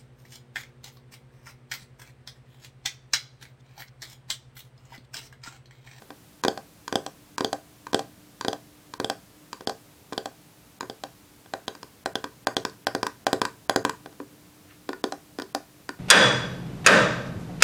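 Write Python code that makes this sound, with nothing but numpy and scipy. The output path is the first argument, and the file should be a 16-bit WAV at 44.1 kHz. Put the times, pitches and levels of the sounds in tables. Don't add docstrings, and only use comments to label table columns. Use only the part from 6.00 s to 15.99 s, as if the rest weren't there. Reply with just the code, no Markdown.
import sys
import numpy as np
from scipy import signal
from scipy.fft import rfft, irfft
from scipy.io import wavfile
from scipy.ndimage import uniform_filter1d, minimum_filter1d

SR = 44100
rng = np.random.default_rng(int(sys.argv[2]) if len(sys.argv) > 2 else 0)


def output_pcm(signal):
    pcm = np.clip(np.atleast_2d(signal).T, -1, 1) * 32767
    wavfile.write(sys.argv[1], SR, np.round(pcm).astype(np.int16))


def amplitude_ratio(level_db):
    exponent = np.asarray(level_db, float) / 20
    return 10 ** exponent


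N = 440559

# frequency in Hz, density in dB per Hz.
NOISE_SHAPE = [(12, -59), (20, -32), (48, -12), (151, -4.5), (174, -5), (267, -10.5), (299, -3),
               (325, -11.5), (644, -16), (1280, -20), (2010, -22), (3660, -23.5), (15200, -27),
               (16500, -41), (18000, -23.5)]
NOISE_DB = -53.5
# frequency in Hz, line width in Hz, level in dB.
HUM_LINES = [
    (119, 14, -71),
    (301, .4, -65),
    (14993, .05, -78),
]

# frequency in Hz, level in dB, T60 in seconds,
# change in dB once the phone is tilted off the table.
PLATE_MODES = [(3237, -9, 0.015, -7), (3450, -4.5, 0.013, -8), (3523, -15.5, 0.033, -5)]
THUD_MODES = [(116, -7, 0.028, 4.5), (230, -9.5, 0.04, -27), (292.3, -0.5, 0.043, 8.5),
              (375, 0.5, 0.044, 6.5), (443.2, 3.5, 0.057, -1), (526, -0.5, 0.033, -4)]
BEND_MODES = [(668, -1.8, 0.0074, .1), (715, -2, 0.021, .1), (789.6, 1.54, 0.03, .1)]
TWIST_MODES = [(1008, 3, 0.019, 0.11), (1167, 1.5, 0.012, 0.11), (2381, 1.5, 0.021, 0.11)]
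SECOND_BEND_MODES = [(1469, -24, 0.073, 16.5), (1574, 4, 0.017, -3), (1770, -8.5, 0.02, 10),
                     (1885, -9.5, 0.033, -12)]
# low edge in Hz, high edge in Hz.
RADIATED_BANDS = [
    (3173, 3440),
    (118, 318),
    (506, 762),
    (764, 1156),
    (1160, 1622),
]
POLARITY = (1, -1, 1, 1, 1)
TILTED_FROM_S = 8.15

# frequency in Hz, level in dB, T60 in seconds.
CHATTER_MODES = [(4100, -17, 0.0062), (4686, -6, 0.0036), (5060, -16, 0.0029), (6380, -16, 0.0028),
                 (7610, -28, 0.012), (9300, -62, 0.0039), (9820, -29, 0.0064), (12500, -45, 0.0036),
                 (14400, -37, 0.0018)]
# frequency in Hz, T60 in seconds.
FINE_MODES = [(4100, 0.013), (4800, 0.0095), (5300, 0.0091), (5900, 0.017), (6800, 0.014), (7700, 0.02),
              (8700, .008), (10500, 0.014)]
# level of every fine mode in dB over the snap, one row per landing spot.
FINE_DB_BY_SPOT = [(-9.5, -23, -24, -15.5, -12, -31, -53, -35), (-18, -11, -22, -15, -30, -35, -42, -36),
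                   (-36, -10, -21, -31, -32, -30, -42, -29), (-7, -16.5, -35, -17.5, -26, -19, -34, -35),
                   (-4.5, -13, -36, -16, -20, -27, -28, -27), (-28, -14, -25, -41, -34, -28, -34, -27),
                   (-14, -10.5, -12, -21, -22, -28, -34, -27), (-24, -19, -7, -28, -14, -27, -42, -37),
                   (-23, -14.5, -26, -15, -30, -15, -30, -21), (-19, -16, -26, -22, -24, -24, -30, -32),
                   (-36, -15, -17, -31, -27, -28, -37, -32), (-23, -5, -21, -28, -24, -22, -32, -24),
                   (-19, -26, -19, -22, -24, -24, -30, -32)]

# start in seconds, knock of the slab in dB, snap of the nail in dB.
LITTLE = [(.4372, -22, -21), (.8791, -29.5, -27.5), (1.3814, -23, -23), (1.8682, -32, -38),
          (2.4108, -28.5, -28), (2.9377, -32.5, -32), (3.53, -30.5, -30), (4.131, -36, -32),
          (4.808, -26.5, -27.5)]
RING = [(0.4493, -25, -22), (0.9258, -30, -26), (1.4073, -28.5, -24.5), (1.9315, -31.5, -26),
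        (2.448, -32, -27), (2.9999, -30, -25.5), (3.6079, -44.5, -42), (4.1243, -36.5, -38),
        (4.8298, -39.5, -50)]
MIDDLE = [(0.4817, -24.5, -20), (0.9561, -24.5, -18), (1.4462, -28.5, -20), (1.9451, -23, -17.5),
          (2.4824, -27.5, -21), (3.045, -31, -22.5), (3.673, -30, -24), (4.1783, -31, -24),
          (4.8981, -38, -34.5)]
INDEX = [(0.5754, -35.5, -36.5), (1.0638, -33.5, -26.5), (1.5295, -27.5, -22.5), (1.9927, -30.5, -25),
         (2.5303, -32, -26), (3.0989, -26.5, -20), (3.6954, -30, -27.5), (4.2574, -32.5, -27.5),
         (5.0368, -34.5, -29), (9.1226, -33, -28.5), (9.5485, -26.5, -19)]
INDEX_BACK = [(5.5368, -30, -30), (6.0591, -26.5, -24.5), (6.4701, -21.5, -19), (6.869, -23.5, -19.5),
              (7.267, -22, -17.5), (7.6956, -21.5, -17.5)]
MIDDLE_BACK = [
    (5.68, -36, -28),
    (6.1548, -32, -21.5),
    (6.5669, -28.5, -19),
]
MIDDLE_FAR = [
    (6.9498, -28, -21.5),
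    (7.33, -24, -16),
    (7.7606, -22.5, -16),
]
RING_BACK = [(5.7512, -41.5, -42.5), (5.8302, -38.5, -37), (6.2417, -27.5, -26.5), (6.6509, -22.5, -22.5),
             (7.0302, -21, -23), (7.4166, -18, -19), (7.85, -18, -19)]
LITTLE_BACK = [
    (6.697, -60, -44),
    (7.067, -22.5, -21),
    (7.4521, -21, -22.5),
    (7.7837, -56, -45),
    (7.895, -23.5, -23),
]
TOUCHES = [
    (0.0208, -49, -52.5),
    (0.1046, -41.5, -44),
    (5.46, -52.5, -51),
    (8.0596, -41, -45),
    (8.1264, -56, -57),
]
TILTED_FLAT = [
    (8.8908, -29.5, -33),
    (9.0403, -25, -21.5),
    (9.3867, -33.5, -33.5),
    (9.42, -38.5, -33),
]
TILTED_EDGE = [
    (8.9312, -34.5, -41),
    (9.3987, -34.5, -32),
    (9.8913, -30, -30),
]
SET_DOWN = [
    (8.2014, -36.5, -61),
]
# table thud in dB, first bend in dB, twist in dB, second bend in dB,
# plate ring in dB over the snap, snap tilt in dB per octave.
SPOTS = [(-15, -18, -1.8, -6, -5.5, 0), (0.8, -1, 1.5, 0.5, -1.5, -4), (0.45, 2.1, -6, -2.5, 4, -14),
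         (-9.5, 3, -2.5, -4, -3.5, -3), (-9, 2.9, -1, 1, -2.2, 0), (0.9, 3.5, 2.5, 2.5, 6, -33),
         (-0.2, 2, 0.5, 1.5, -5.5, -5), (-8.5, -9.5, -0.5, -4.5, -3.5, -3), (-16, -17, -1.4, -3, -7.5, 1.2),
         (-3.5, 0, .1, -1, 2.5, 3), (-2.5, -3.5, -3.5, -4, 5.5, -17), (-10.5, -9, -2, 0.5, 1.5, 6),
         (-3, -12, -2.5, -7, 0, -5)]

# delay in seconds, level in dB.
ECHOES = [(.0085, -21.5), (0.0152, -28.5), (0.022, -38), (.025, -46), (0.032, -28)]
# frequency in Hz, level in dB, T60 in seconds.
TAIL = [(109, -38, 0.73), (259, -31, 0.18), (482, -37, 0.24), (1166, -38, 0.26), (1960, -39.5, 0.24),
        (4400, -43, 0.24), (7100, -42, 0.26)]
# frequency in Hz, level in dB, T60 in seconds.
STANDING_WAVES = [(120.2, -51.5, 0.2), (310.5, -42.5, 0.063), (389.4, -57, 0.25), (447.5, -59, 0.23),
                  (528.7, -42, 0.1), (673, -66.5, 0.29), (773, -65, 0.25), (803, -43, 0.068)]
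# time in seconds, level in dB.
BRUSH_ENVELOPE = [
    (8.64, -85),
    (8.71, -53.5),
    (8.78, -72),
]


def rms_one(x):
    return x / np.sqrt(np.mean(x ** 2) + 1e-20)


def ring(clicks, hz, t60):
    radius = amplitude_ratio(-60 / (t60 * SR))
    turn = 2 * np.pi * hz / SR
    return signal.lfilter([.5, 0, -.5], [1, -2 * radius * np.cos(turn), radius * radius], 2 * clicks + 1e-18)


def band(x, low_hz, high_hz, order=2):
    return signal.sosfilt(signal.butter(order, [low_hz, high_hz], "band", fs=SR, output="sos"), x)


def cut(x, kind, hz, order):
    return signal.sosfilt(signal.butter(order, hz, kind, fs=SR, output="sos"), x)


def floor():
    hz = np.arange(N // 2 + 1) * SR / N + 1
    shape_hz, shape_db = np.transpose(NOISE_SHAPE)
    shape = amplitude_ratio(np.interp(np.log(hz), np.log(shape_hz), shape_db))
    out = amplitude_ratio(NOISE_DB) * rms_one(irfft(rfft(rng.standard_normal(N)) * shape, N))
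    for line_hz, width_hz, level_db in HUM_LINES:
        peak = 1 / (1 + ((hz - line_hz) * 2 / width_hz) ** 2)
        out += amplitude_ratio(level_db) * rms_one(irfft(rfft(rng.standard_normal(N)) * peak, N))
    return out


def contacts():
    brighter_per_db, usual_snap_db = 1.42, -25.5
    strikes_by_spot = (LITTLE, RING, MIDDLE, INDEX, INDEX_BACK, MIDDLE_BACK, MIDDLE_FAR, RING_BACK,
                       LITTLE_BACK, TOUCHES, TILTED_FLAT, TILTED_EDGE, SET_DOWN)
    rows = []
    for spot, strikes in enumerate(strikes_by_spot):
        thud, bend, twist, second, plate, tilt = SPOTS[spot]
        for s, knock_db, snap_db in strikes:
            snap_tilt = tilt + brighter_per_db * (snap_db - usual_snap_db)
            rows.append((s, snap_db + plate, knock_db + thud, knock_db + bend, knock_db + twist,
                         knock_db + second, snap_db, snap_tilt, spot))
    return np.array(sorted(rows))


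def taps():
    thud_lag_s = 0.00037
    rows, out = contacts(), np.zeros(N)
    at = np.round(rows[:, 0] * SR).astype(int)
    tilted = rows[:, 0] > TILTED_FROM_S
    scatter_db = iter(1.3 * rng.standard_normal((len(at), 20)).T)
    families = (PLATE_MODES, THUD_MODES, BEND_MODES, TWIST_MODES, SECOND_BEND_MODES)
    for family, level_db, edges, sign in zip(families, rows.T[1:], RADIATED_BANDS, POLARITY):
        body = np.zeros(N)
        lag = (sign < 0) * round(thud_lag_s * SR)
        for hz, mode_db, t60, tilted_db in family:
            clicks = np.zeros(N)
            clicks[at + lag] = amplitude_ratio(level_db + mode_db + tilted * tilted_db + next(scatter_db))
            body += ring(clicks, hz, t60)
        out += sign * band(body, *edges, order=1)
    lifted = cut(out, "high", 240, 3)
    return np.where(np.arange(N) > TILTED_FROM_S * SR, lifted, out)


def cracks():
    chatter_db = -3.5
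    s, *_, snap_db, tilt, _ = contacts().T
    out, t = np.zeros(N), np.arange(SR // 100) / SR
    at = np.round(s[:, None] * SR).astype(int) + np.arange(len(t))
    release = np.clip((.006 - t) / 0.0019, 0, 1)
    rough = rng.standard_normal(at.shape) * amplitude_ratio(-12 - 60 * t / 0.023) * release
    rough[:, 0] = 1
    chance_db = 1.5 * rng.standard_normal((len(s), len(CHATTER_MODES)))
    for k, (hz, mode_db, t60) in enumerate(CHATTER_MODES):
        strength = amplitude_ratio(snap_db + chatter_db + mode_db + tilt * np.log2(hz / 5000) + chance_db[:, k])
        contact = np.bincount(at.ravel(), (strength[:, None] * rough).ravel(), N)
        out += ring(contact[:N], hz, t60)
    return band(out, 2370, 17800)


def glass():
    push_db = -1
    rows = contacts()
    at, clicks = np.round(rows[:, 0] * SR).astype(int), np.zeros(N)
    clicks[at] = amplitude_ratio(rows[:, 2] + push_db)
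    out = rms_one(band(clicks, 700, 2500, order=1)) * np.sqrt(8.0 * np.mean(clicks ** 2))
    spot_db = np.array(FINE_DB_BY_SPOT)[rows[:, -1].astype(int)]
    level_db = rows[:, 6:7] + spot_db + 1.5 * rng.standard_normal((len(at), len(FINE_MODES)))
    for (hz, t60), mode_db in zip(FINE_MODES, level_db.T):
        clicks[at] = amplitude_ratio(mode_db)
        out += ring(clicks, hz, t60)
    return cut(out, "low", 9000, 2)


def room(x):
    t = np.arange(SR // 2) / SR
    reply = np.zeros(len(t))
    for lag_s, echo_db in ECHOES:
        reply[round(lag_s * SR)] = amplitude_ratio(echo_db)
    reply = band(reply, 88, 4900)
    build_up = np.clip((t - .003) / 0.0075, 0, 1)
    for hz, level_db, t60 in TAIL:
        noise = band(rng.standard_normal(len(t)), hz * 0.83, hz * 1.5)
        reply += noise * amplitude_ratio(level_db - 60 * t / t60) * build_up
    for hz, level_db, t60 in STANDING_WAVES:
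        reply += np.sin(2 * np.pi * hz * t) * amplitude_ratio(level_db - 60 * t / t60) * build_up
    return signal.fftconvolve(x, reply)[:N]


def reflections(body, rough, fine):
    plate_held, chatter_sent_db, glass_sent_db = 0.35, 3, -3
    spread_t60_s, spread_db, spread_hz = 0.011, 4.5, 2700
    paths = 4
    sent = body - plate_held * band(body, 3180, 3200, order=1)
    sent = sent + amplitude_ratio(chatter_sent_db) * rough + amplitude_ratio(glass_sent_db) * fine
    starts = contacts()[:, 0] * SR - 2
    count = np.searchsorted(starts, np.arange(N))
    since_s = abs(np.arange(N) - starts[count - 1]) / SR
    treble = cut(sent, "high", spread_hz, 1)
    sent = sent + treble * (amplitude_ratio(spread_db - 60 * since_s / spread_t60_s) - 1)
    return sum(room(sent * (count % paths == k)) for k in range(paths))


def brush():
    s, level_db = np.transpose(BRUSH_ENVELOPE)
    gain = amplitude_ratio(np.interp(np.arange(N) / SR, s, level_db, -120, -120))
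    return gain * rms_one(band(rng.standard_normal(N), 1300, 2800))


def scene():
    body, rough, fine = taps(), cracks(), glass()
    wet = reflections(body, rough, fine)
    return (body + rough + fine + wet + brush() + floor())[None]


def starve(x):
    ms = SR // 1000
    level_db = 10 * np.log10(uniform_filter1d(x ** 2, size=2 * ms) + 1e-12)
    coming_db = -minimum_filter1d(-np.roll(level_db, -12 * ms), size=14 * ms)
    near_db = -minimum_filter1d(-np.roll(level_db, -2 * ms), size=6 * ms)
    lost = .9 * uniform_filter1d(1. * (coming_db - near_db > 29), size=2 * ms)
    treble = signal.sosfiltfilt(signal.butter(2, 2300, "high", fs=SR, output="sos"), x)
    return x - lost * treble


def roll_off(x):
    return signal.sosfilt(signal.butter(12, 18470, fs=SR, output="sos"), x)


def record(dry):
    mix = cut(starve(dry[0])[None], "low", 17000, 6)
    return roll_off(mix)


dry = scene()
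out = record(dry)
output_pcm(out)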